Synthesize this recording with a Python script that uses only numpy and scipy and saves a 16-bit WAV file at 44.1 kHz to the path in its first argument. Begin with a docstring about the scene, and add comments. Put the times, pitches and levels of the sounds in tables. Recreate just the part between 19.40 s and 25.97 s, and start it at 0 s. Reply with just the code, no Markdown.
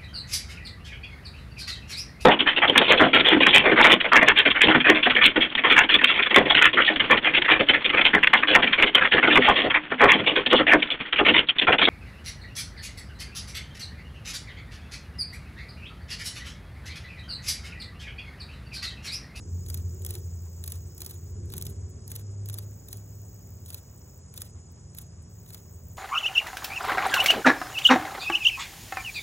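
"""A cicada held among vine leaves flaps its wings in short dry bursts close to a pair of microphones:
enveloped, crackling noise drives membrane resonances, with a soft leafy wash and a dull thud.
Around it, a far cicada chorus is a steady high hiss of noise bands, one cricket chirps a nearly pure
tone, and a katydid buzzes in long phrases of filtered ticks and rasp. Distant traffic hums in wavering
tones and rumbles in noise bands, with the coloured noise of leaves and open air."""
import sys
import numpy as np
from scipy import signal
from scipy.fft import rfft, irfft
from scipy.io import wavfile
from scipy.ndimage import uniform_filter1d

SR = 44100
rng = np.random.default_rng(int(sys.argv[2]) if len(sys.argv) > 2 else 0)


def wrap_up_sound(samples):
    """Save the sound to the file named by the first command line argument, as 16-bit audio."""
    columns = np.atleast_2d(samples).T
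    # keep every value between -1 and 1, then stretch to whole-number steps
    tamed = np.clip(columns, -1, 1)
    steps = np.round(tamed * 32767).astype(np.int16)
    wavfile.write(sys.argv[1], SR, steps)


N = 289737
TIME = np.arange(N) / SR   # s
HZ = np.maximum(np.arange(N // 2 + 1) * SR / N, 1)   # frequency of each bin

# Traffic: lower and higher engine hum: t/s, lower level/dB, higher level/dB
HUM_LEVELS = [(0.0, -41.5, -65), (0.05, -41, -50), (0.16, -30, -63), (0.27, -40.5, -61), (0.4, -33, -43),
              (0.84, -40.5, -43), (0.86, -34.5, -43), (1.24, -40, -58), (1.41, -39.5, -40.5),
              (1.55, -49, -52), (2.05, -40, -38.5), (2.14, -51, -52), (2.42, -39.5, -37.5),
              (2.58, -48.5, -50.5), (2.95, -70, -34), (3.24, -60, -37.5), (3.48, -53, -52.5),
              (3.57, -66, -41.5), (4.1, -53, -49.5), (4.34, -44, -48.5), (4.48, -66, -56),
              (4.78, -50.5, -59), (5.09, -57, -51.5), (5.16, -42, -52), (5.21, -47, -68),
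              (5.43, -53, -48.5), (5.84, -49, -63), (5.93, -61.5, -52), (6.4, -45, -54), (6.57, -50, -46.5)]
# Pitch of the lower hum: t/s, f/Hz
LOW_HUM_PITCH = [(0, 87.18), (1.3, 84.94), (2.5, 80.63), (4.3, 85.53), (5.7, 81.3), (6.57, 83.9)]
# Pitch of the higher hum: t/s, f/Hz
HIGH_HUM_PITCH = [(0, 98), (2.4, 96.3), (2.8, 100.5), (3.601, 102), (6.57, 103.6)]
# Harmonics of the lower hum: order, relative level/dB
LOW_HUM_HARMONICS = [(1, 0), (2, -19)]
HUM_WAVER_DB, HUM_WAVER_HZ = 1.04, 8.7
# A third, thin engine tone that comes and goes: t/s, f/Hz, level/dB
THIN_HUM_COURSE = [(3.4, 168, -70), (3.64, 167, -59), (4.13, 169, -60), (4.3, 169, -68), (5.2, 170, -65),
                   (5.5, 171, -55.5), (6.0, 171, -59.5), (6.57, 172, -57)]
# Rumble and the drone above it: t/s, rumble relative level/dB, drone relative level/dB
RUMBLE_LEVELS = [(0.0, -47, -56), (0.33, -44.5, -59), (0.8, -50, -51), (0.88, -51.5, -60.5),
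                 (1.85, -53, -60.5), (2.01, -44, -53), (2.34, -46, -56.5), (2.47, -50, -57.5),
                 (4.55, -54, -66), (5.78, -52.5, -67.5), (6.37, -54.5, -61.5), (6.44, -50.5, -68.5),
                 (6.57, -56, -62)]
# Spectrum of the rumble: f/Hz, relative level/dB
RUMBLE_SPECTRUM = [(25, -19), (45, -7), (65, 6), (110, 3), (140, -1.5), (170, -5), (230, -10), (300, -22),
                   (500, -22.5), (1000, -58.5)]
# Wavering tones within the rumble: f/Hz, relative level/dB
RUMBLE_STRANDS = [(140, -6), (222, -16.5)]
DRONE_HZ, DRONE_WIDTH_HZ = 384.2, 100
# A falling tone in the drone: t/s, f/Hz
WHINE_PITCH = [(0, 362), (2.3, 342.7)]
# Middle bands: t/s, relative level/dB near 240 Hz, relative level/dB near 550 Hz
ROAR_LEVELS = [(0.0, -54.5, -76), (0.69, -67, -67), (1.1, -74, -67), (1.5, -56.5, -65), (1.88, -61, -79),
               (2.21, -56, -63), (2.78, -57, -65), (2.98, -58, -60.5), (5.84, -62, -67), (6.57, -68, -63)]

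# Spectrum of the open air: f/Hz, relative level/dB
AIR_SPECTRUM = [(600, 6.5), (1000, 4), (2000, -5.5), (3500, -9.5), (8500, -13.5), (10000, -60),
                (13000, -47), (15700, -24), (15950, -48)]
AIR_START_DB, AIR_FALL_DB_PER_S = -62.5, 0.19   # the far noise recedes

# Far cicada chorus: t/s, level/dB
CHORUS_LEVELS = [(0.0, -56.5), (2.78, -59), (5.76, -60.5), (6.57, -61)]
# Noise bands of the chorus: f/Hz, width/Hz, relative level/dB
CHORUS_BANDS = [(5395, 1060, 2.5), (6854, 810, 8), (7656, 456, 2)]

CRICKET_START_S, CRICKET_PERIOD_S, CRICKET_HZ = .025, .10357, 8045
# Loudness of the cricket as it turns: t/s, relative level/dB
CRICKET_LEVELS = [(0, -62), (2.0, -62.5), (2.8, -63), (3.4, -67), (4.2, -66), (5.1, -66), (5.8, -62.5),
                  (6.57, -57.5)]

# Katydid phrases: start t/s, end t/s, stroke rate f/Hz at the start, stroke rate f/Hz at the end
KATYDID_PHRASES = [(.0667, 1.915, 65.13, 60.93), (3.2002, 4.79, 63.93, 60.56), (5.8915, 6.57, 65.54, 62.2)]
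KATYDID_TICK_DB = -60   # impulse level ahead of the resonances
KATYDID_RISE_S, KATYDID_RISE_DB = .06, 13
# Soft single strokes outside the steady buzz: t/s, relative level/dB, half length/ms
KATYDID_SINGLES = [(2.486, -73, 2.5), (2.5, -65, 6), (5.307, -76, 2.25), (5.32, -65, 5), (5.897, -72, 2.5),
                   (5.912, -68, 6)]
# The two teeth struck first: delay t/ms, f/Hz, width/Hz, relative level/dB
KATYDID_TEETH = [(0, 14750, 1500, 3), (1.0, 15250, 1100, 0)]
TICK_SPREAD_DB = 4
# Wing resonances of the rasp: f/Hz, width/Hz, relative level/dB
KATYDID_RESONANCES = [(11400, 830, -10), (13850, 600, -3), (14650, 600, 3), (15150, 600, 3),
                      (15650, 350, 5)]
KATYDID_TOP_HZ = 15850

# Wing beats, mostly a slap and a back stroke, and a few faint leaf ticks: slap t/s,
# slap peak relative level/dB, dull part level/dB re the slap, back stroke delay t/ms,
# back stroke peak relative level/dB
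WING_BEATS = [(0.263, -34, -10, 24, -32), (0.301, -21, -14.5, 26, -53), (0.3435, -17.5, -17, 32, -28.5),
              (0.621, -34.5, -11, 28.7, -20.5), (0.6643, -20.5, -16, 28.5, -32), (0.707, -19, -17, 34, -33),
              (0.7533, -25, -12.5, 33, -41), (1.2403, -23.5, -14.5, 22.6, -32), (1.2776, -20, -16, 26, -32),
              (1.321, -20, -18, 36, -39), (1.58, -29, -22, 27.4, -29), (1.619, -21, -13.5, 30, -29),
              (1.6634, -20.5, -16, 34, -35), (1.71, -26, -16, 33, -42.5), (2.057, -46, -20, 28, -58),
              (2.102, -35, -11, 22.6, -32.5), (2.138, -25, -7.5, 30.3, -31), (2.1804, -21, -15.5, 33, -22),
              (2.2238, -20, -21, 31, -31), (2.267, -22.5, -13.5, 36, -39), (2.6786, -27.5, -24, 28, -37),
              (2.717, -21.5, -14.5, 38, -28), (2.761, -21, -15, 39, -43), (2.916, -55, -11, 21, -76),
              (3.059, -29.5, -15.5, 29.3, -23), (3.0991, -23.5, -14, 33, -34),
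              (3.1422, -22.5, -16, 41, -36), (3.1868, -24, -14, 41, -44), (3.4855, -28, -18, 29, -44),
              (3.5294, -22, -16, 31, -51), (3.571, -32.5, -36, 23, -63), (4.261, -32, -15, 29, -38),
              (4.3038, -25.5, -12, 28.3, -35), (4.3454, -22.5, -13.5, 35, -39.5),
              (4.9402, -31.5, -11.5, 27, -37), (4.9771, -24, -11.5, 33, -36),
              (5.0187, -20.5, -14.5, 39, -41.5), (5.549, -34, -10, 28.6, -37), (5.586, -23, -13.5, 33, -36),
              (5.8245, -50, -13, 32, -76), (6.0628, -42.5, -5, 28, -42), (6.1046, -33, -7.5, 29.4, -37),
              (6.146, -25.5, -10, 30, -49), (6.178, -43, -7, 21, -59)]
SLAP_T60_MS = 19.8
BACK_REFERENCE_DB = -37   # a back stroke of this peak has the swell and t60 below
BACK_SWELL_MS, BACK_T60_MS = 10.5, 50
BACK_DULL_DB = -17   # dull part re the peak, for that same stroke
BACK_DULL_PER_DB = 0.18   # the dull part gains this much for each dB of a harder stroke
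BACK_HASTE_PER_DB = 1.07   # a harder stroke is shorter: dB of length lost per dB
SNAP_DB, SNAP_BEFORE_MS = 5, .8   # impulse re the drive noise; the level then holds until the peak
LEAD_DB, LEAD_T60_MS = -23, 105   # a faint rise leads up to the snap
CRACKLE_PER_S, CRACKLE_SHARE = 1000, 0.42   # just after a snap
BACK_CRACKLE_PER_S, BACK_CRACKLE_SHARE = 700, .42   # at all other times
CRACKLE_SPREAD_DB = -1.5
EVEN_OVER_MS = 4   # a stroke's strength is steady over this span, however it crackles
SNAP_ABOVE_HZ = 1400   # the membrane itself radiates little below this
DULL_BELOW_HZ = 5970
WASH_DB, WASH_WINDOW_MS = -29.5, 49
WASH_AFTER_MS, WASH_LOW_DB = 10, -3   # the wash comes late, and weaker below the dull limit
THUD_DB, THUD_BELOW_HZ = -5, 2700
THUD_FALL_MS = 24   # the thud's level falls 15 dB in this time
# Membrane modes: f/Hz, width/Hz, relative level/dB
MEMBRANE_MODES = [(2490, 230, -13), (3380, 620, -10), (3750, 790, -4), (4065, 350, -1), (4610, 210, 1.5),
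                  (5240, 540, -16.5), (6170, 400, -9.5), (8600, 400, -3), (10150, 310, -5),
                  (12000, 1500, -10), (13600, 1100, 1)]
MODE_SPREAD_DB = 4
# Spectrum of the wing sound: f/Hz, relative level/dB
WING_SPECTRUM = [(500, -3.5), (1200, -9.5), (2200, -13.5), (3000, -9), (3900, -7), (4800, -10.5),
                 (7000, -14.5), (9300, -10.5), (11500, -11), (13500, -13), (15600, -11), (15950, -14),
                 (16600, -30)]

# Left-right likeness of far noise: f/Hz, likeness
FAR_LIKENESS = [(60, 0.97), (130, 1), (260, 0.88), (400, 0.84), (700, 0.031), (1300, 0.28), (1900, 0.64),
                (2500, 0.65), (3300, 0.95), (16000, .97)]
# Left-right likeness of the singing insects: f/Hz, likeness
INSECT_LIKENESS = [(4500, 0.98), (16000, 1)]
# Left-right likeness of wings among leaves: f/Hz, likeness
LEAF_LIKENESS = [(500, .75), (1500, .87), (4000, .92), (16000, .96)]
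# Phase lead of the left microphone port over the right: f/Hz, phase/rad
LEFT_PHASE_LEAD = [(0, 0), (700, -.3), (1700, .3), (2500, 1.4), (3800, 1.9), (4650, 3.14), (8900, 9.42),
                   (13120, 15.7), (17000, 21.6)]
# Level of left minus right: f/Hz, level/dB
LEFT_TILT = [(200, 0), (450, -2.5), (800, -1.5), (1600, 0)]
CUTOFF_HZ = 16950


def amp(db):
    """Level to amplitude: 20 dB for each factor of ten."""
    return 10 ** (np.asarray(db) / 20)


def rms_one(x):
    """Normalisation to unit rms."""
    return x / np.sqrt(np.mean(x ** 2) + 1e-20)


def in_time(rows):
    """Linear interpolation of each column of a curve at every sample."""
    s, *columns = np.transpose(rows)
    return [np.interp(TIME, s, column) for column in columns]


def at_hz(points):
    """Interpolation of a spectrum on a logarithmic frequency axis."""
    hz, value = np.transpose(points)
    return np.interp(np.log(HZ), np.log(hz), value)


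def noise():
    """Two uncorrelated white noises: the direct and the scattered part of a sound."""
    return rng.standard_normal((2, N))


def coloured(x, spectrum):
    """Spectral shaping: each frequency bin is weighted by a table."""
    return irfft(rfft(x) * amp(at_hz(spectrum)), N)


def lowpass(x, hz, order):
    """Butterworth filtering: the spectrum above the cutoff is attenuated."""
    return signal.sosfilt(signal.butter(order, hz, fs=SR, output="sos"), x)


def drift(rate_hz):
    """Slow random modulation: low-passed noise of unit rms."""
    return rms_one(lowpass(rng.standard_normal(N + SR), rate_hz, 2)[SR:])   # the onset is dropped


def resonate(x, hz, width_hz):
    """Damped resonance, passed twice for steep skirts."""
    r = np.exp(-np.pi * width_hz / SR)
    zeros = [(1 - r * r) / 2, 0, -(1 - r * r) / 2]
    poles = [1, -2 * r * np.cos(2 * np.pi * hz / SR), r * r]
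    section = zeros + poles
    return signal.sosfilt([section, section], x)


def fade(x, t60_s):
    """Exponential decay: every impulse leaves a tail that falls 60 dB in t60."""
    return signal.lfilter([1], [1, -amp(-60 / (t60_s * SR))], x + 1e-18)


def spread(x, likeness):
    """Interchannel coherence: direct part alike on both sides, scattered part with opposite signs."""
    direct, scattered = rfft(x)
    alike = np.clip(at_hz(likeness), 0, 1)
    mid = direct * np.sqrt((1 + alike) / 2)
    side = scattered * np.sqrt((1 - alike) / 2)
    return irfft(np.array([mid + side, mid - side]), N)


def tone(pitch, harmonics):
    """Harmonic series on a slowly moving fundamental; order 1 at 0 dB has unit rms."""
    phase = 2 * np.pi * np.cumsum(in_time(pitch)[0] + 0.6 * drift(3.93)) / SR
    return np.sqrt(2) * sum(amp(level_db) * np.sin(k * phase) for k, level_db in harmonics)


def engine_hum():
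    """Periodic radiation: far engines hum and swell in turn, with a thin third tone."""
    low_db, high_db = [db + HUM_WAVER_DB * drift(HUM_WAVER_HZ) for db in in_time(HUM_LEVELS)]
    low = amp(low_db) * tone(LOW_HUM_PITCH, LOW_HUM_HARMONICS)
    high = amp(high_db) * tone(HIGH_HUM_PITCH, [(1, 0)])
    thin_hz, thin_db = in_time(THIN_HUM_COURSE)
    onset = np.clip(TIME - THIN_HUM_COURSE[0][0], 0, .1) * 10   # enters over 0.1 s
    thin_sine = np.sqrt(2) * np.sin(2 * np.pi * np.cumsum(thin_hz) / SR)
    return low + high + amp(thin_db + 2.3 * drift(6.4)) * onset * thin_sine


def traffic():
    """Superposition of engine tones on bands of noise: rumble, drone and roar."""
    hum = engine_hum()
    rumble_db, drone_db = in_time(RUMBLE_LEVELS)
    rumble = amp(rumble_db + 4.0) * rms_one(coloured(noise(), RUMBLE_SPECTRUM))
    drone = amp(drone_db - 0.5) * rms_one(resonate(noise(), DRONE_HZ, DRONE_WIDTH_HZ))
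    # very narrow noise bands are heard as wavering tones
    strands = sum(amp(rumble_db + level_db) * rms_one(resonate(rng.standard_normal(N), hz, 7.2))
                  for hz, level_db in RUMBLE_STRANDS)
    whine = rms_one(tone(WHINE_PITCH, [(1, 0)]) * drift(9.5))
    whine = whine * amp(drone_db - 5.0 + 3.9 * drift(3.2)) * (TIME < WHINE_PITCH[-1][0])
    bands = zip(in_time(ROAR_LEVELS), (240, 550), (130, 300))
    roar = sum(amp(db - 4.5) * rms_one(resonate(noise(), hz, width_hz)) for db, hz, width_hz in bands)
    tonal = (hum + strands + whine) * [[1], [0]]   # direct part only
    return roar + tonal + rumble + drone


def air():
    """Broadband noise of leaves and the far open air, falling slowly in level."""
    level_db = AIR_START_DB - AIR_FALL_DB_PER_S * TIME + 1.0 * drift(14.4)
    return amp(level_db) * rms_one(coloured(noise(), AIR_SPECTRUM))


def chorus():
    """Incoherent summation: a steady high hiss of many far singers, noise bands with random level drift."""
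    hiss, white = 0, noise()
    for hz, width_hz, level_db in CHORUS_BANDS:
        for offset in np.linspace(-.8, .8, 9):
            drift_db = 2.16 * drift(60.0) + 1.2 * drift(7.9)
            band = resonate(white, hz + offset * width_hz, 0.42 * width_hz)
            hiss = hiss + rms_one(band) * amp(level_db - 20.0 * offset ** 2 + drift_db)
            white = white[::-1, ::-1]   # neighbours get unrelated noise
    return amp(in_time(CHORUS_LEVELS)[0]) * rms_one(hiss)


def cricket():
    """Amplitude modulation: a nearly pure tone in regular short chirps, each of its own strength."""
    beat = (TIME - CRICKET_START_S) / CRICKET_PERIOD_S + .5
    offset_s = (beat % 1 - .5) * CRICKET_PERIOD_S   # time from the middle of the chirp
    strength_db = 2.5 * rng.standard_normal(100)[beat.astype(int)]
    chirp = np.exp(-(offset_s / 0.016) ** 2) * amp(in_time(CRICKET_LEVELS)[0] + strength_db)
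    carrier = np.sin(2 * np.pi * CRICKET_HZ * TIME + 1.2 * drift(81.0))
    return chirp * carrier * [[1.3], [.3]]   # direct, scattered


def katydid_ticks():
    """Pulse train of a stridulating file: the stroke rate slows and the onset swells in each phrase."""
    ticks = np.zeros(N)
    for start, end, first_hz, last_hz in KATYDID_PHRASES:
        on = (TIME >= start) & (TIME < end)
        turns = np.cumsum(on * np.interp(TIME, [start, end], [first_hz, last_hz])) / SR
        struck = np.diff(np.ceil(turns), prepend=0) > 0
        below_db = KATYDID_RISE_DB * np.maximum(1 - (TIME - start) / KATYDID_RISE_S, 0)
        ticks += struck * amp(KATYDID_TICK_DB - below_db)
    return ticks


def katydid():
    """Stridulation: a wing file scraped about 63 times a second excites a double tick, then a rasp."""
    ticks = katydid_ticks()
    lone = sum(amp(level_db) * np.exp(-((TIME - s) * 1000 / half_ms) ** 2)
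               for s, level_db, half_ms in KATYDID_SINGLES)
    teeth = 0
    for delay_ms, hz, width_hz, level_db in KATYDID_TEETH:
        delayed = np.roll(ticks, round(delay_ms * SR / 1000))
        strength = amp(level_db + TICK_SPREAD_DB * rng.standard_normal(N))
        teeth = teeth + resonate(delayed * strength, hz, width_hz)
    # the small wing radiates no lows
    teeth = signal.sosfilt(signal.butter(4, 12800, "high", fs=SR, output="sos"), teeth)
    scrape = noise() * (amp(-3) * fade(ticks, .1) + 2 * lone)
    rasp = sum(resonate(scrape, hz, width_hz) * amp(level_db)
               for hz, width_hz, level_db in KATYDID_RESONANCES)
    effort = amp(0.66 * drift(0.33))
    song = effort * (amp(30) * teeth * [[1.3], [.3]] + amp(10.0) * rasp)   # teeth: direct, scattered
    return signal.sosfilt(signal.cheby1(8, 1, KATYDID_TOP_HZ, fs=SR, output="sos"), song)


def strokes():
    """Scaling of strokes with force, as rows: peak t/s, peak/dB, dull part/dB, swell/ms, t60/ms."""
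    s, slap_db, dull_db, after_ms, back_db = np.transpose(WING_BEATS)
    harder_db = np.maximum(back_db - BACK_REFERENCE_DB, -3)
    haste = amp(-BACK_HASTE_PER_DB * harder_db)
    back_dull_db = BACK_DULL_DB + BACK_DULL_PER_DB * harder_db
    slaps = np.broadcast_arrays(s, slap_db, dull_db, 0, SLAP_T60_MS)
    backs = [s + after_ms / 1000, back_db, back_dull_db, BACK_SWELL_MS * haste, BACK_T60_MS * haste]
    return np.hstack([slaps, backs]).T


def crackle(per_s, share):
    """Random impulsive modulation: the gain jumps at chance snaps of the dry membrane."""
    strength = amp(CRACKLE_SPREAD_DB * np.minimum(rng.exponential(1, N), 2.5))
    snaps = (rng.random(N) < per_s / SR) * strength
    share = np.clip(share, 0, 1)
    return 1 - share + share * rms_one(fade(snaps, 0.00019))


def membrane_drive():
    """Impulsive and noisy excitation: quick strokes snap, slow ones swell; gives drive, bright, dull."""
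    bright, dull, quick = np.zeros(N), np.zeros(N), np.zeros(N, bool)
    ms = np.arange(-600, 3000) * 1000 / SR   # time from the peak
    membrane = noise()
    for s, peak_db, dull_db, swell_ms, t60_ms in strokes():
        rise_db = -12 * (ms / max(swell_ms, .3)) ** 2
        if swell_ms < 2.5:   # quick enough to snap
            rise_db = np.where(ms < -SNAP_BEFORE_MS, LEAD_DB + 60 * ms / LEAD_T60_MS, 0)
            snap = round((s - SNAP_BEFORE_MS / 1000) * SR) + 1
            membrane[0, snap] = amp(SNAP_DB)
            quick[snap:snap + 450] = True
        shape = amp(peak_db + np.where(ms < 0, rise_db, -60 * ms / max(t60_ms, 3)))
        span = slice(round(s * SR) - 600, round(s * SR) + 3000)
        bright[span] += shape
        dull[span] += shape * amp(dull_db)
    quick_crackle = crackle(CRACKLE_PER_S, CRACKLE_SHARE)
    slow_crackle = crackle(BACK_CRACKLE_PER_S, BACK_CRACKLE_SHARE)
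    membrane = membrane * np.where(quick, quick_crackle, slow_crackle)
    power = uniform_filter1d(np.mean(membrane ** 2, axis=0), round(EVEN_OVER_MS * SR / 1000))
    return membrane / np.sqrt(power + 1e-9), bright, dull


def leafy_wash(bright):
    """Energy averaging: a soft leafy wash follows the recent stroke energy over a short window."""
    window = round(WASH_WINDOW_MS * SR / 2000) * 2   # samples, even
    recent = np.abs(uniform_filter1d(bright ** 2, window, origin=window // 2 - 1))
    wash = noise() * amp(WASH_DB + 4.3 * drift(70.0)) * np.sqrt(10 * recent)
    wash = np.roll(wash, round(WASH_AFTER_MS * SR / 1000), axis=1)
    return wash - (1 - amp(WASH_LOW_DB)) * lowpass(wash, DULL_BELOW_HZ, 1)


def thud(dull):
    """Exponential energy decay: the air pushed by a stroke lingers as low noise."""
    energy = fade(dull ** 2, THUD_FALL_MS / 500)   # 30 dB of energy in twice the fall time
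    linger = np.sqrt(energy * np.log(1000) * 1000 / (THUD_FALL_MS * SR))
    return amp(THUD_DB) * lowpass(noise() * linger, THUD_BELOW_HZ, 2)


def wings():
    """Modal resonance: strokes drive the wing membrane, with a leafy wash and the thud of pushed air."""
    membrane, bright, dull = membrane_drive()
    low_band = signal.butter(2, [SNAP_ABOVE_HZ, DULL_BELOW_HZ], "band", fs=SR, output="sos")
    high_band = signal.butter(4, DULL_BELOW_HZ, "high", fs=SR, output="sos")
    low = signal.sosfilt(low_band, membrane * dull)
    high = signal.sosfilt(high_band, membrane * bright)
    struck = amp(1.5) * low + high
    rings = sum(resonate(struck * amp(level_db + MODE_SPREAD_DB * drift(17.0)), hz, width_hz)
                for hz, width_hz, level_db in MEMBRANE_MODES)
    whole = struck + amp(0.5) * rings + leafy_wash(bright) + thud(dull)
    return amp(4.5) * coloured(whole, WING_SPECTRUM)


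def scene():
    """Superposition of fields: directed insects, wings scattered in leaves, far noise from all round."""
    far = spread(traffic() + air(), FAR_LIKENESS)
    insects = spread(chorus() + cricket() + katydid(), INSECT_LIKENESS)
    return far + insects + spread(wings(), LEAF_LIKENESS)


def record(dry):
    """Interchannel phase and level: the right trails the left in the treble; the top is cut."""
    lag = np.interp(HZ, *np.transpose(LEFT_PHASE_LEAD)) / 2   # half to each side
    tilt = amp(at_hz(LEFT_TILT) / 2)
    wide = irfft(rfft(dry) * np.exp([1j * lag, -1j * lag]) * [tilt, 1 / tilt], N)
    return signal.sosfilt(signal.cheby2(12, 70, CUTOFF_HZ, fs=SR, output="sos"), wide)


dry = scene()
out = record(dry)
wrap_up_sound(out)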